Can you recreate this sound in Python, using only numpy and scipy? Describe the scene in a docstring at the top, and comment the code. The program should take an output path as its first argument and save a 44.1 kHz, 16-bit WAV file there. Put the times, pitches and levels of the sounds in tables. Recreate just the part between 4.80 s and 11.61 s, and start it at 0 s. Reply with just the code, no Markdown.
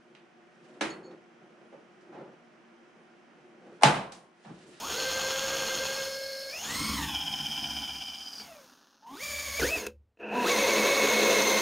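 """Cordless drill and hole saw in a plastic panel

A drill close by cuts a plastic body panel in a garage: whining gear orders over rush, whirr and rattle noise.
The pilot bit scrapes through (filtered grains), the drill races, its shank squeals once a turn (swelling
noise in steel resonances) and it coasts down. The saw grazes the panel, snags and is braked; restarted,
its teeth bite, and grains drive the panel's modes into a drone. One motor angle times all the turning parts."""
import sys
import numpy as np
from scipy import signal
from scipy.fft import rfft, next_fast_len
from scipy.io import wavfile
from scipy.ndimage import uniform_filter1d

SR = 44100
rng = np.random.default_rng(int(sys.argv[2]) if len(sys.argv) > 2 else 0)


def to_wav(s):
    """Save 16-bit WAV."""
    ch = np.atleast_2d(s).T  # columns
    pcm = np.round(np.clip(ch, -1, 1) * 32767)  # PCM
    wavfile.write(sys.argv[1], SR, pcm.astype(np.int16))


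N = 300321
TIME = np.arange(N) / SR

SAW_RATIO, CARRIER_RATIO = 49.5, 5.32  # motor turns per turn of the saw, of the planet carrier
# one snag drags the motor down and jolts the fender (slowing as a fraction of speed)
SNAG_S, SNAG_GRAB_S, SNAG_FREE_S, SNAG_SLOWING = 4.795, 0.032, 0.085, 0.41
BRAKE_S = 5.064

# level tables: before each source's trim
# pilot bit scraping, breaking through, widening the hole: time_s, level_db
PILOT_LEVEL = [(0.0, -46), (0.12, -38), (0.95, -37), (1.22, -42), (1.45, -56.5), (1.7, -61.5), (1.87, -42),
               (2.25, -49)]
# upper gear orders singing in the housing: time_s, level_db
WHIRR_LEVEL = [(0.08, -40), (0.2, -33), (0.68, -42), (1.1, -38), (1.7, -38.5), (1.88, -41.5), (1.96, -31),
               (2.1, -30), (2.25, -50)]
# wobble of the fast drill in the hole: time_s, level_db
WOBBLE_LEVEL = [(1.76, -68), (1.93, -44.5), (2.19, -41), (2.42, -48.5), (3.0, -49.5), (3.2, -55.5),
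                (3.5, -65.5), (3.63, -56), (3.85, -74)]
# teeth cutting, one table a cut (grazing, biting): time_s, panel_drone_db, chip_noise_db
CUT_LEVELS = [
    [(4.27, -75, -76.5), (4.38, -72, -59.5), (4.44, -73, -49), (4.785, -64, -48.5), (4.806, -37, -44),
     (4.88, -39.5, -44.5), (4.95, -41, -50.5), (4.98, -37.5, -47), (5.07, -43, -64)],
    [(5.4, -47, -78), (5.44, -38, -81), (5.49, -38, -73), (5.56, -31.5, -51.5), (5.645, -29, -42),
     (5.68, -30.5, -34.5), (6.42, -28, -34), (6.52, -26.5, -33), (6.81, -31.5, -34)],
]
# chip noise spectrum: freq_hz, level_db
CHIP_SPECTRUM = [(150, -37), (600, 4.5), (1300, 1), (1900, -2), (2400, -28), (2950, -3.5), (3400, 1.5),
                 (4200, 4), (4700, -12), (6000, -0.5), (7000, -3.5), (7800, -14.5), (15000, -27.5)]
# panel resonances: freq_hz, width_hz, level_db
PANEL_MODES = [(94, 18, -23.5), (152, 28, -27), (215.6, 15.8, -1), (294.4, 48, -8), (347, 25.5, -1),
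               (427, 46, -0.5), (448, 24, -1.5), (491.7, 13, 7), (550, 8.3, -4), (600, 68, -8.5),
               (692, 66, -6), (960, 150, -11.5), (1573, 340, -12), (2604, 195, -7)]
# lower resonances of the steel saw: freq_hz, width_hz, level_db
LOWER_MODES = [(2380, 77, -12), (3080, 306, -9), (3050, 58, 0.5), (3140, 180, -13.5)]
# upper resonances of the steel saw: freq_hz, width_hz, level_db
UPPER_MODES = [(5034, 230, 0.5), (5250, 480, -15), (5800, 500, -11), (8200, 450, -25), (10300, 300, -23)]


def amp(db):
    """Decibels to gain."""
    return 10 ** (np.asarray(db) / 20)


def evened(x):
    """Scales to rms 1."""
    return x / np.sqrt(np.mean(abs(x) ** 2) + 1e-20)


def together(*gains):
    """Unrelated causes add in power."""
    return np.sqrt(sum(gain ** 2 for gain in gains))


def driven(gain, db, steepness):
    """Follows a gain curve more or less steeply, up to db."""
    return amp(db) * (gain / gain.max()) ** steepness


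def levels(rows):
    """Gain curves of a level table, fading to silence outside its span."""
    s, *columns = np.transpose(rows)
    s = np.r_[s[0] - .04, s, s[-1] + .12]
    return [amp(np.interp(TIME, s, np.r_[-110, c, -110], left=-300, right=-300)) for c in columns]


def read(points, hz):
    """A table's value on a log-frequency axis."""
    f, value = np.transpose(points)
    return np.interp(np.log(hz + 1), np.log(f + 1), value)


def body(x, modes=(), spectrum=None):
    """Minimum-phase filter: resonances summed in power with a broad spectrum."""
    hz = np.fft.rfftfreq(8192, 1 / SR)
    power = 1e-9 + sum(amp(db) ** 2 / (1 + ((hz - f) / width) ** 2 * 2) ** 2 for f, width, db in modes)
    if spectrum is not None:
        power = power + amp(read(spectrum, hz)) ** 2
    log_gain = np.log(np.r_[power, power[-2:0:-1]]) / 2
    # the Hilbert transform of log gain gives the causal phase
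    taps = np.fft.ifft(np.exp(np.conj(signal.hilbert(log_gain)))).real[:4096]
    return signal.oaconvolve(x, taps)[:len(x)]


def unit_band(x, band_hz):
    """Scales so that one band has rms 1."""
    hz = np.fft.rfftfreq(N, 1 / SR)
    in_band = (hz > band_hz[0]) & (hz < band_hz[1])
    return x * N / np.sqrt(2 * np.sum(abs(rfft(x)[in_band]) ** 2))


def wander(hz):
    """Smooth chance of rms 1, up to about hz."""
    sos = signal.butter(2, min(hz, SR / 3), fs=SR, output="sos")
    return evened(signal.sosfilt(sos, rng.standard_normal(N)))


def grains(per_s, spread_db):
    """Tiny fractures of uneven size at random times, rms 1."""
    size = amp(spread_db * np.minimum(rng.exponential(1, N), 4))
    return evened(size * rng.standard_normal(N) * (rng.random(N) < per_s / SR))


def throb(angle, depth_db):
    """Gain that swells (dips if depth is negative) once a turn, rms 1."""
    return evened(amp(depth_db * (np.cos(angle) + np.cos(2 * angle) / 4)))


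def jolt(start_s, rise_s, fall_s):
    """Rises to 1 and falls back."""
    return np.interp(TIME, [start_s, start_s + rise_s, start_s + rise_s + fall_s], [0, 1, 0])


def snag():
    """How hard the teeth are caught, 0-1."""
    return jolt(SNAG_S, SNAG_GRAB_S, SNAG_FREE_S)


def speed():
    """Motor turns per second, dragged down by the snag."""
    # motor speed before the snag's drag: time_s, speed_hz
    speed_points = [(0.0, 194), (0.16, 496), (0.2, 520), (0.7, 538), (0.95, 527), (1.15, 538), (1.7, 542),
                    (1.8, 714), (1.9, 940), (1.98, 1060), (2.13, 1120), (2.22, 925), (2.36, 812),
                    (3.63, 773), (3.8, 557), (3.9, 460), (4.03, 280), (4.2, 205), (4.29, 245), (4.36, 305),
                    (4.42, 586), (4.64, 575), (4.74, 552), (4.91, 648), (4.955, 650), (5.0, 553),
                    (5.06, 510), (5.115, 20), (5.37, 20.7), (5.41, 101), (5.51, 179), (5.55, 248),
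                    (5.65, 241), (5.7, 540), (6.1, 556), (6.8, 533)]
    hz = np.interp(TIME, *np.transpose(speed_points))
    return np.maximum(hz * (1 - SNAG_SLOWING * snag()), 1)


def slewing(per_s=3.5):
    """How fast the speed changes, 0-1, against a relative change per second."""
    change = abs(np.gradient(np.log(speed()))) * SR
    return np.tanh(uniform_filter1d(change, size=900) / per_s)


def shaft(dip=0.049, settle_s=0.29, steady_swing=0.0029, flutter=0.00293):
    """Motor angle (rad); as the teeth bite, one side drags and the speed swings once a saw turn."""
    bite_s, swing_hz = 5.713, 10.8
    since = np.maximum(TIME - bite_s, 0)
    onset = np.clip((TIME - bite_s) * swing_hz * 4 + 1, 0, 1)
    swing = (dip * np.exp(-since / settle_s) + steady_swing) * onset
    hz = speed() * (1 + swing * np.cos(2 * np.pi * swing_hz * since) + flutter * wander(38.6))
    return 2 * np.pi * np.cumsum(hz) / SR


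def by_speed(full_db, octave_db, full_hz=1100, stall_hz=130):
    """Gain of a noise that grows with every doubling of speed and dies as the motor stalls."""
    hz = speed()
    return amp(full_db + octave_db * np.log2(hz / full_hz)) / (1 + (stall_hz / hz) ** 2)


def stirred():
    """Gains of the rush, rumble and flutter that the cutting teeth stir up."""
    # at each cut's hardest, one row a cut: housing_rush_db, fender_rumble_db, fender_flutter_db
    peak_levels = [(-42, -40.5, -53), (-41.5, -59.5, -49.5)]
    # growth with the chip noise (exponent): rush, rumble, flutter
    growth = (1, 2.9, 1)
    chips = [levels(cut)[1] for cut in CUT_LEVELS]
    return [sum(driven(gain, db, steepness) for gain, db in zip(chips, column))
            for column, steepness in zip(np.transpose(peak_levels), growth)]


def background_air():
    """Steady filtered noise of rms 1."""
    # spectrum: freq_hz, level_db
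    air_spectrum = [(25, -10.5), (70, -5.5), (250, 3.5), (700, -4), (2000, -13), (15000, -33)]
    return evened(body(rng.standard_normal(N), spectrum=air_spectrum))


def garage(x):
    """A diffuse tail, each band dying at its own rate."""
    # decay time to -60 dB: freq_hz, t60_s
    decay = [(100, 0.47), (500, 0.12), (3000, 0.14), (12000, 0.091)]
    hz, t, z = signal.stft(rng.standard_normal(SR), SR, nperseg=256)
    fall = np.exp(-np.log(1000) * t / read(decay, hz)[:, None])
    tail = signal.istft(z * fall, SR, nperseg=256)[1]
    tail[:300] = 0  # gap before the tail
    return signal.fftconvolve(x, tail / np.linalg.norm(tail))[:N]


def shake(pilot_db=(-62, -53), pilot_steepness=(0.45, 0.8), wobble_db=(-43, -36),
          wobble_steepness=(1.5, 1.35), snag_db=(-42, -37), settle_db=-52.5, settle_db_per_s=80):
    """Gains of fender rumble and flutter from pilot, wobble, snag and teeth; rumble settles after the brake."""
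    pilot_gain, wobble_gain = levels(PILOT_LEVEL)[0], levels(WOBBLE_LEVEL)[0]
    rumble, flutter = [together(driven(pilot_gain, pilot_db[k], pilot_steepness[k]),
                                driven(wobble_gain, wobble_db[k], wobble_steepness[k]),
                                amp(snag_db[k]) * snag(),
                                by_teeth) for k, by_teeth in enumerate(stirred()[1:])]
    settle = (TIME > BRAKE_S) * amp(settle_db - settle_db_per_s * abs(TIME - BRAKE_S))
    return together(rumble, settle), flutter


def fender(saw, rumble_db=-1, flutter_db=-2, knock_share=0.19):
    """Bumps once a saw turn and uneven grains ring the fender's low modes and its fluttering edge."""
    # fender resonances: freq_hz, width_hz, level_db
    fender_modes = [(29.95, 18, -14.5), (70.9, 5.5, 9.5), (95.7, 13, -2)]
    # edge resonances: freq_hz, width_hz, level_db
    edge_modes = [(152.5, 14.7, 4), (221.5, 21, 6), (283.4, 54, 0)]
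    turns = np.floor(saw / (2 * np.pi))
    knock = evened(np.diff(turns, prepend=0) * (TIME > .01))
    bumps = grains(per_s=2500, spread_db=4.5)
    rumble = unit_band(body(knock_share * knock + .7 * bumps, fender_modes), (40, 110))
    flutter = unit_band(body(.5 * knock + bumps, edge_modes), (120, 320))
    low, high = shake()
    return amp(rumble_db) * rumble * low + amp(flutter_db) * flutter * high


def knocks():
    """Louder turns of the squeal, knocks, snag, brake and trigger: a short crack rings saw and panel."""
    # part levels are peaks relative to level_db: time_s, level_db, steel_ring_db, crack_db, panel_thud_db
    hits = [(2.659, -36, -7, -36, -24.5), (2.781, -46, -10, -10, -21.5), (2.841, -27, 4.5, -29, -31),
            (3.537, -36, -13, -7, -19), (3.599, -36, -15, -8, -4.5), (4.797, -27.5, -8, 5, -5.5),
            (4.826, -29, -13.5, 2.5, -13), (5.067, -26.5, -28.5, -8.5, 3), (5.372, -60, -16, -12, 4)]
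    out, t = np.zeros(N), np.arange(6000) / SR
    for s, db, *parts_db in hits:
        crack = rng.standard_normal(len(t)) * np.exp(-t / .0035)
        parts = body(crack, LOWER_MODES), body(crack, UPPER_MODES, CHIP_SPECTRUM), body(crack, PANEL_MODES)
        hit = sum(amp(part_db) * part / abs(part).max() for part_db, part in zip(parts_db, parts))
        place = out[round(s * SR):][:len(t)]
        place += amp(db) * hit[:len(place)]
    return out


def pilot(saw, carrier, scrape_db=-2.0):
    """The pilot bit shaves plastic, harder on one side of each turn."""
    # bit resonances: freq_hz, width_hz, level_db
    bit_modes = [(138, 23, -1.5), (353, 10, 8), (472, 35, 4.5), (500, 25, 2), (3270, 420, 3.5),
                 (4290, 320, 3.5), (5420, 160, 3), (6555, 550, 5)]
    # scrape spectrum: freq_hz, level_db
    scrape_spectrum = [(60, -10), (170, -10.5), (450, -1.5), (700, 0), (1450, 2.5), (1750, -4),
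                       (2250, -7.5), (2550, 2), (3500, -1.5), (3950, -8), (5900, -7), (7000, -19),
                       (7700, -32), (15000, -30)]
    shavings = grains(per_s=11000, spread_db=3.0) * throb(saw, depth_db=1.1) * throb(carrier, depth_db=-1.5)
    scrape = unit_band(body(shavings, bit_modes, scrape_spectrum), (2500, 3900))
    return amp(scrape_db) * scrape * levels(PILOT_LEVEL)[0]


def squeal(saw, carrier, lower_db=-1, upper_db=-1):
    """The shank rubs the hole hardest once a turn, catching unevenly, and rings the steel saw."""
    # rubbing level before trim: time_s, lower_ring_db, upper_ring_db
    rub_levels = [(1.15, -82, -44), (1.55, -69, -49.5), (2.0, -54, -53), (2.2, -46, -57),
                  (2.36, -38.5, -43), (2.85, -39, -40.5), (3.35, -42, -45.5), (3.6, -62, -43),
                  (3.64, -60, -50)]
    # the upper ring sags as the pressure eases: time_s, shift_hz
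    sag_points = [(2.3, 175.5), (2.8, 30.5), (3.3, -25), (3.52, -110), (3.62, -370)]
    slips = grains(per_s=9000, spread_db=3.5) * throb(carrier, depth_db=-2.0)
    lower = body(slips * throb(saw, depth_db=3.7) * amp(1.3 * wander(8)), LOWER_MODES)
    upper = body(slips * throb(saw, depth_db=1.7) * amp(1.3 * wander(60)), UPPER_MODES)
    sag_rad = 2 * np.pi * np.cumsum(np.interp(TIME, *np.transpose(sag_points))) / SR
    analytic = signal.hilbert(upper, next_fast_len(N))[:N]
    upper = (analytic * np.exp(1j * sag_rad)).real
    lower, upper = unit_band(lower, (2800, 3500)), unit_band(upper, (4200, 5800))
    lower_gain, upper_gain = levels(rub_levels)
    return amp(lower_db) * lower * lower_gain + amp(upper_db) * upper * upper_gain


def clatter(angle, bands):
    """Loose teeth smear each order into a band of noise that follows the motor."""
    return sum(amp(db) * (wander(width / 2) * np.cos(order * angle) + wander(width / 2) * np.sin(order * angle))
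               for order, width, db in bands)


def teeth(angle, saw, drone_db=-4.5, chips_db=(-5, -1)):
    """Teeth tear off chips; each tug drives the panel's modes and jolts the gears."""
    # saw cup resonances: freq_hz, width_hz, level_db
    cup_modes = [(2080, 410, 7.5), (3880, 970, 3.5), (6020, 380, -2.5), (8300, 710, -13.5)]
    # drill shell spectrum: freq_hz, level_db
    shell_spectrum = [(100, 1.5), (4800, 1.5), (5500, -14.5), (6300, 3), (7000, -4), (7600, -11.5)]
    # gear orders smeared by the tugs, one table a cut: order, width_hz, level_db
    loaded_bands = [
        [(1, 64, -3), (2, 130, -7), (3, 170, -5), (4, 160, 2), (6.05, 780, -5), (8, 380, -0.5), (12, 490, 5)],
        [(1, 110, -5), (1.9, 174, -5), (3.85, 34, -17), (4, 97, -13.5), (8, 200, -12), (11.75, 130, -5.5)],
    ]
    pressure = throb(saw, depth_db=1.0)
    drone = body(grains(per_s=6000, spread_db=0.0) * pressure, PANEL_MODES)
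    chips = body(grains(per_s=12000, spread_db=-1.5) * pressure, cup_modes, CHIP_SPECTRUM)
    drone, chips = unit_band(drone, (200, 480)), unit_band(chips, (3000, 4400))
    out = np.zeros(N)
    for cut, bands, db in zip(CUT_LEVELS, loaded_bands, chips_db):
        drone_gain, chip_gain = levels(cut)
        gears = body(clatter(angle, bands), spectrum=shell_spectrum) * pressure
        out += amp(drone_db) * drone * drone_gain + (amp(db) * chips + gears) * chip_gain
    return out


def rush_gain(pilot_db=-49.0, pilot_steepness=0.34, whirr_db=-23, wobble_db=-6.5, brake_db=-41.5):
    """The housing's rush grows with speed and every load on the drill, and flares as the brake clacks."""
    return together(by_speed(full_db=-56.5, octave_db=11.5),
                    driven(levels(PILOT_LEVEL)[0], pilot_db, pilot_steepness),
                    amp(whirr_db) * levels(WHIRR_LEVEL)[0],
                    amp(wobble_db) * levels(WOBBLE_LEVEL)[0],
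                    stirred()[0],
                    amp(brake_db) * jolt(BRAKE_S, rise_s=0.003, fall_s=0.0082))


def motor(angle, saw, carrier, rush_db=-1, whirr_db=-5.0, rattle_db=-3.0):
    """Air rush in the housing, upper orders ringing the gear case, slack-gear rattle and gearbox rustle."""
    # rush spectrum: freq_hz, level_db
    motor_spectrum = [(100, -4.5), (250, -4), (700, -11.5), (1300, -10), (2000, 7), (3600, 8), (4000, -8.5),
                      (7000, 6.5), (7800, -3.5), (9500, 2), (12200, 2.5), (15800, -1)]
    # resonances of housing, then of gear case: freq_hz, width_hz, level_db
    housing_modes = [(3554, 150, 8), (5250, 810, 12), (6590, 490, 12.5), (8850, 1300, 5.5),
                     (10570, 450, 4.5), (14000, 1640, 4.5)]
    gearcase_modes = [(4340, 630, -3.5), (5280, 280, 2), (6680, 680, 3), (8480, 450, -9.5)]
    # rustle spectrum: freq_hz, level_db
    gearbox_spectrum = [(100, -19), (230, 2), (450, -8.5), (800, -4.5), (1400, -2), (1750, -5.5),
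                        (2100, -24.5), (2700, -11), (4100, -9), (6500, -9), (7800, -45.5), (15000, -31)]
    # noise bands following the motor, whirr then rattle: order, width_hz, level_db
    whirr_bands = [(8, 140, 0), (7.8, 720, -2.5), (8.2, 920, 0), (8.8, 900, -1.5), (19, 310, -3.5),
                   (4.1, 1400, 0), (4.5, 390, -6)]
    rattle_bands = [(1, 147, 3), (1.25, 38, -4), (1.8, 180, -6), (2, 400, -3), (3, 220, -1.5),
                    (4, 740, 0.5), (6, 470, -12), (8, 700, -11), (12, 740, -29)]
    rush = unit_band(body(grains(per_s=24000, spread_db=1.2), housing_modes, motor_spectrum), (9500, 15000))
    whirr = unit_band(body(clatter(angle, whirr_bands), gearcase_modes), (3000, 9500))
    rustle = unit_band(body(grains(per_s=3000, spread_db=1.5), spectrum=gearbox_spectrum), (1100, 1800))
    rattle = clatter(angle, rattle_bands) * levels(WOBBLE_LEVEL)[0] * throb(saw, depth_db=1.3)
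    sound = amp(rush_db) * rush * rush_gain() + amp(whirr_db) * whirr * levels(WHIRR_LEVEL)[0]
    sound = sound + amp(rattle_db) * rattle + rustle * by_speed(full_db=-60.0, octave_db=3.5)
    return sound * throb(carrier, depth_db=0.8) * throb(saw, depth_db=0.46)


def whine(angle, saw, carrier, rough=0.19, sideband=0.082, level_db=-0.64, fade_s=0.06,
          slew_db=-5.5, slew_blur_rad=0.9):
    """Motor orders 1-4, loaded differently by each job; gears unload, weaken and blur as speed changes."""
    # one row a job, before radiation, trim and slewing: start_s, end_s, order1_db, order2_db, order3_db,
    # order4_db, change_over_job_db, phase_jitter_rad, swell_per_saw_turn_db
    jobs = [(0.0, 0.09, -43, -54, -43.5, -41, 0.5, 0.46, -2),
            (0.11, 1.301, -39.5, -63, -39.5, -48.5, 0, 0.3, -4.5),
            (1.32, 1.71, -39.5, -78, -43, -51, -5.5, 0.37, -0.5),
            (1.708, 1.853, -44.5, -58, -50, -41, -5, 1.06, -0.5),
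            (1.857, 2.27, -65, -39.5, -64, -45, -3, 0.4, 2.5),
            (2.285, 3.51, -54.5, -72, -60.5, -40, -10, 0.24, 2),
            (3.69, 3.857, -47.5, -62, -74, -61, -8.5, 0.096, -4),
            (4.248, 4.299, -62.5, -75, -64, -45, 3, 0.4, -2),
            (4.311, 4.386, -40.5, -63, -47.5, -49, -3.5, 0.32, 0.5),
            (4.4, 4.8, -53, -59, -54.5, -41, -2, 0.47, 1), (4.815, 4.86, -19, -49, -59, -22.5, -2, 0.6, -1),
            (4.9, 4.971, -35, -63.5, -50, -32, -1.5, 0.1, 2.5),
            (5.511, 5.681, -34, -47.5, -41.5, -33, 1.5, 0.37, -0.5),
            (5.664, 6.809, -34, -46, -51, -32.5, -0.5, 0.63, -1.5)]
    # how well the drill's body radiates an order: freq_hz, level_db
    radiation = [(100, -17.5), (250, -2.5), (530, -0.5), (780, 1.5), (1000, 2.5), (1250, 3.5), (1600, -1),
                 (2200, 0), (2600, 5), (3200, 1), (4400, -0.5)]
    hz, slew, tones = speed(), slewing(), np.zeros(N)
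    orders = []
    for k in np.arange(4) + 1:
        radiated = amp(read(radiation, k * hz)) * (1 + rough * wander(35))
        orders.append((k, radiated, wander(47)))
    for start, end, *orders_db, change_db, jitter, swell_db in jobs:
        gate = np.clip(np.minimum(TIME - start, end - TIME) / fade_s + .5, 0, 1)
        on = gate > 0
        drift = amp(change_db * (TIME[on] - start) / (end - start))
        gain = (gate * throb(saw, depth_db=swell_db))[on] * drift
        blur = jitter + slew_blur_rad * slew[on]
        for (k, radiated, slop), db in zip(orders, orders_db):
            tones[on] += amp(db) * gain * radiated[on] * np.cos(k * angle[on] + blur * slop[on])
    # the planet carrier modulates the level once a turn
    return amp(level_db + slew_db * slew) * np.sqrt(2) * tones * (1 + sideband * np.cos(carrier))


def scene(room_db=-18, air_db=-82):
    """All turning parts share the one motor angle; both channels are the same."""
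    angle = shaft()
    hardest_rub_s = 2.845  # saw angle 0
    saw = (angle - np.interp(hardest_rub_s, TIME, angle)) / SAW_RATIO
    carrier = angle / CARRIER_RATIO
    drill = whine(angle, saw, carrier) + motor(angle, saw, carrier)
    work = pilot(saw, carrier) + fender(saw) + squeal(saw, carrier) + teeth(angle, saw) + knocks()
    dry = drill + work
    return np.tile(dry + amp(room_db) * garage(dry) + amp(air_db) * background_air(), (2, 1))


def record(dry, edge_hz=15800):
    """Linear-phase low-pass that limits the bandwidth."""
    taps = signal.firwin(511, edge_hz, window=("kaiser", 9), fs=SR)
    return signal.oaconvolve(dry, taps[None], "same")


dry = scene()
out = record(dry)
to_wav(out)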